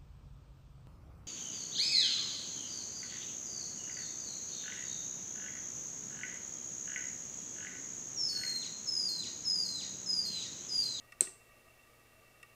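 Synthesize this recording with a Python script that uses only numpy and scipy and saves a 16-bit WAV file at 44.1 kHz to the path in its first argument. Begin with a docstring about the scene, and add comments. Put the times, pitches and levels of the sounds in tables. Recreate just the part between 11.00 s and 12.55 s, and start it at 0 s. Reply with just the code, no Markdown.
"""At a bench in a room, a pick slips off a pin inside a padlock held in a vice. One bright snap is a sum of
decaying lock modes with a filtered contact click and echoes; dull knocks ring the modes of vice and bench.
Three faint ticks ring a small metal body, with gritty noise; noise through resonators rubs it all the time.
Noise bands make a short room tail; sine partials of mains hum and shaped noise, as room rumble and
microphone hiss, lie below."""
import sys
import numpy as np
from scipy import signal
from scipy.fft import rfft, irfft
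from scipy.io import wavfile

SR = 44100
rng = np.random.default_rng(int(sys.argv[2]) if len(sys.argv) > 2 else 0)


def digitize_waveform(pressure):
    """Quantize a signal to 16-bit integers and store it at the path in sys.argv[1].

    Rows of a 2-D input are taken as channels; values are limited to [-1, 1].
    """
    field = np.atleast_2d(pressure).T
    bounded = np.clip(field, -1, 1)
    quanta = np.round(bounded * 32767).astype(np.int16)
    wavfile.write(sys.argv[1], SR, quanta)


def gain_from_db(level_db):
    """Convert decibel levels to linear amplitude factors (20 dB per decade)."""
    decades = np.asarray(level_db, float) / 20
    return 10 ** decades


N = 68355  # samples


def rms_one(x):
    """Normalization: the signal is divided by its root mean square."""
    return x / np.sqrt(np.mean(x ** 2) + 1e-20)


def at_hz(table, hz):
    """Logarithmic frequency scale: table columns are interpolated against log frequency."""
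    table_hz, *columns = np.transpose(table)
    log_hz = np.log(np.maximum(hz, 1))
    return [np.interp(log_hz, np.log(table_hz), column) for column in columns]


def band(x, low_hz, high_hz):
    """Band-pass filtering: gentle Butterworth slopes pass one frequency range."""
    sos = signal.butter(2, [low_hz, high_hz], "band", fs=SR, output="sos")
    return signal.sosfilt(sos, x + 1e-18)


# modes of the small metal body:
# (frequency [Hz], level under a tick [dB], decay by 60 dB [s], rms level when rubbed [dB])
BODY_MODES = [(458, -21, 0.045, -82.5), (625.7, -20.5, 0.016, -77), (1168, -17.5, 0.1, -76.5),
              (1240, -15, 0.067, -78), (1440, -19, 0.054, -91), (1904, -1.5, 0.031, -75.5),
              (2260, -7, 0.032, -79), (2700.5, 3.5, 0.02, -72), (3650, -16, .025, -94),
              (5230, -19, 0.025, -92.5), (8120, -13, .014, -88.5), (8745, -19, 0.011, -99.5)]
# pressure of the rubbing; only departures from the mean level count: (time [s], level [dB])
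RUB_PRESSURE = [(0.0, -70.5), (1.312, -69.5), (1.416, -71.5), (1.55, -69)]
GRIP_FLICKER_DB, GRIP_FLICKER_HZ = 1.5, 26  # rms depth, pole frequency of the smoothing


def rubbing():
    """Friction excitation: noise with an uneven grip keeps the modes of the body murmuring."""
    time_s, pressure_db = np.transpose(RUB_PRESSURE)
    pole = np.exp(-2 * np.pi * GRIP_FLICKER_HZ / SR)
    smoothed = signal.lfilter([1], [1, -2 * pole, pole * pole], rng.standard_normal(N + SR))
    grip = rms_one(smoothed[SR:])  # the filter has settled
    slow_db = np.interp(np.arange(N) / SR, time_s, pressure_db - pressure_db.mean())
    gain = gain_from_db(slow_db + GRIP_FLICKER_DB * grip)
    murmur = np.zeros(N)
    for hz, _, t60, rub_db in BODY_MODES:
        radius = gain_from_db(-60 / (t60 * SR))
        poles = [1, -2 * radius * np.cos(2 * np.pi * hz / SR), radius * radius]
        once = signal.lfilter([1, 0, -1], poles, rng.standard_normal(N + 4000))
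        twice = signal.lfilter([1, 0, -1], poles, once)
        murmur += gain_from_db(rub_db) * rms_one(twice[4000:])
    return gain * murmur


# spectral shape of room rumble and microphone hiss: (frequency [Hz], relative density [dB per Hz])
NOISE_SHAPE = [(25, 0), (45, 0), (70, -1), (110, -3), (200, -9), (500, -5), (800, -9), (1100, -13.5),
               (2200, -11.5), (3200, -16.5), (8000, -18.5), (16000, -20)]
NOISE_DB = -65.5  # rms


def rumble_and_hiss():
    """Spectral shaping: the spectrum of white noise is weighted to that of room and microphone."""
    shape_db, = at_hz(NOISE_SHAPE, np.fft.rfftfreq(N, 1 / SR))
    white = rng.standard_normal(N)
    return gain_from_db(NOISE_DB) * rms_one(irfft(rfft(white) * gain_from_db(shape_db), N))


# partials of the mains hum: (frequency [Hz], rms level [dB])
HUM_PARTIALS = [(120, -75), (240, -82), (360, -83.5)]


def mains_hum():
    """Superposition of harmonics: steady sine partials start at random phases."""
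    t = np.arange(N) / SR
    hum = np.zeros(N)
    for hz, db in HUM_PARTIALS:
        hum += np.sqrt(2) * gain_from_db(db) * np.sin(2 * np.pi * (hz * t + rng.random()))
    return hum


def strike(events, modes, rise_cycles, spread_db):
    """Modal superposition: each blow excites every mode, which swells over its cycles, then dies."""
    out = np.zeros(N)
    for s, db in events:
        start = int(s * SR) + 1
        t = np.arange(start, min(N, start + SR // 4)) / SR - s
        for k, (hz, mode_db, t60, *_) in enumerate(modes):
            swell = (1 - np.exp(-t * hz / rise_cycles)) ** 2
            decay = gain_from_db(-60 * t / t60)
            level = gain_from_db(db + mode_db + spread_db * rng.standard_normal())
            sign = (-1) ** k  # neighbouring modes start in opposite directions
            out[start:start + len(t)] += sign * level * swell * decay * np.sin(2 * np.pi * hz * t)
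    return out


# faint ticks: (time [s], level [dB])
TICK_EVENTS = [(0.1215, -37.5), (0.2708, -38), (1.4290, -38.5)]


def tick_ringing():
    """Impact excitation: each tick sets the modes of the small metal body ringing."""
    return strike(TICK_EVENTS, BODY_MODES, rise_cycles=4.5, spread_db=1.0)


CRACK_DB, CRACK_T60_S = -13, 0.025  # noise level re each tick, before filtering; decay by 60 dB


def tick_crack():
    """Exponential decay: a gritty burst of band noise dies away from each tick."""
    t = np.arange(N) / SR
    envelope = np.zeros(N)
    for s, db in TICK_EVENTS:
        fall_db = 60 * np.maximum(t - s, 0) / CRACK_T60_S
        envelope += (t >= s) * gain_from_db(db + CRACK_DB - fall_db)
    return band(envelope * rng.standard_normal(N), 2580, 11000)


# response of the room: (frequency [Hz], relative level [dB], decay by 60 dB [s])
ROOM_RESPONSE = [(150, -10.5, .25), (398.6, -13.5, 0.42), (1200, -4.5, .3), (3000, -9, 0.24),
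                 (5575, -3, 0.33), (8230, -13.5, .33), (11000, -12.5, 0.29), (15070, -15, .14)]
ROOM_ONSET_S, ROOM_BUILD_S = 0.002, 0.0011  # silence first, then the time constant of the build-up


def room(x):
    """Reverberation: dense reflections are half-octave noise bands, each dying at its own rate."""
    t = np.arange(SR // 2) / SR
    edges_hz = 70 * 2 ** np.arange(0, 8.1, .5)
    white = rng.standard_normal((2, len(t)))
    response = np.zeros(len(t))
    for k, (low, high) in enumerate(zip(edges_hz, edges_hz[1:])):
        db, t60 = at_hz(ROOM_RESPONSE, np.sqrt(low * high))
        energy_scale = np.sqrt(t60 * SR / (6 * np.log(10)))  # evens out long and short decays
        decay = gain_from_db(-60 * t / t60) / energy_scale
        response += gain_from_db(db) * decay * band(white[k % 2], low, high)  # neighbours use different noise
    response *= 1 - np.exp(-np.maximum(t - ROOM_ONSET_S, 0) / ROOM_BUILD_S)
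    return signal.fftconvolve(x, response)[:N]


SNAP_S, SNAP_DB = .2081, -6
# modes of the lock: (frequency [Hz], level under the snap [dB], decay by 60 dB [s])
LOCK_MODES = [(1734, -25.5, 0.0074), (2500, -8, 0.0038), (4080, -16.5, .006), (5900, -23, 0.008),
              (6630, -17.5, 0.0068), (7330, -8, 0.0087), (7740, 6.5, 0.002), (8526, -0.05, 0.0048),
              (9270, -11, .0053), (10200, -21.5, 0.0066), (10700, -19.5, .006), (12350, -19, 0.00408),
              (13700, -22, .005), (15400, -19.5, 0.0037)]


def snap_ringing():
    """Impact excitation: the slipping pick sets the modes of the lock ringing."""
    return strike([(SNAP_S, SNAP_DB)], LOCK_MODES, rise_cycles=1.6, spread_db=3.2)


CONTACT_DB = -17  # peak of the impulse, before filtering


def snap_contact():
    """Impulse response: the bare steel-on-brass contact is one band-passed impulse."""
    impulse = np.arange(N) == int(SNAP_S * SR) + 8
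    return gain_from_db(CONTACT_DB) * band(impulse, 700, 12500)


# knocks through vice and bench: (time [s], level [dB])
KNOCK_EVENTS = [(.2086, -36.5), (.2166, -35), (.2280, -54), (.2530, -54), (.2700, -53.5), (.2830, -55)]
# modes of vice and bench: (frequency [Hz], level under a knock [dB], decay by 60 dB [s])
BENCH_MODES = [(110, -11, 0.033), (180, -12.5, 0.056), (265.6, -9, 0.031), (377, -4, .06),
               (495, -11.5, 0.049), (668, -15, .05), (816, -15.5, .04), (1350, -20, 0.0253)]


def bench_knocks():
    """Structure-borne sound: each knock rings the low modes of vice and bench."""
    return strike(KNOCK_EVENTS, BENCH_MODES, rise_cycles=.3, spread_db=5.5)


# reflections of the snap off vice, hand and bench: (delay [s], level [dB])
NEAR_ECHOES = [(.0019, -18.5), (.0036, -21.5), (.0078, -26)]


def near_echoes(x):
    """Specular reflection: nearby surfaces return delayed, weaker copies."""
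    return sum(gain_from_db(db) * np.roll(x, int(s * SR)) for s, db in NEAR_ECHOES)


# sent to the room; the contact spreads all round, so the room gets more of it
CONTACT_ROOM_DB, KNOCK_ROOM_DB, TICK_ROOM_DB = 11.5, 1.5, -8.5


def scene():
    """Linear superposition: snap, knocks and ticks with their room, over rubbing and background."""
    snap, contact = snap_ringing(), snap_contact()
    knocks = bench_knocks()
    ticks = tick_ringing() + tick_crack()
    direct = snap + contact + near_echoes(snap + contact) + knocks + ticks
    # the contact takes other paths through the room than the ringing
    contact_tail = room(gain_from_db(CONTACT_ROOM_DB) * contact)
    ringing_tail = room(snap + gain_from_db(KNOCK_ROOM_DB) * knocks + gain_from_db(TICK_ROOM_DB) * ticks)
    steady = rubbing() + rumble_and_hiss() + mains_hum()
    return (direct + contact_tail + ringing_tail + steady)[None]


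def roll_off(x):
    """The treble ends steeply here."""
    return signal.sosfilt(signal.butter(12, 17280, fs=SR, output="sos"), x)


def record(dry):
    """Low-pass filtering: a steep zero-phase filter cuts the top of the spectrum."""
    # stop band from 15900 Hz, 25 dB down in each of two passes
    low_pass = signal.cheby2(10, 25, 15900, fs=SR, output="sos")
    mix = signal.sosfiltfilt(low_pass, dry)
    return roll_off(mix)


dry = scene()
out = record(dry)
digitize_waveform(out)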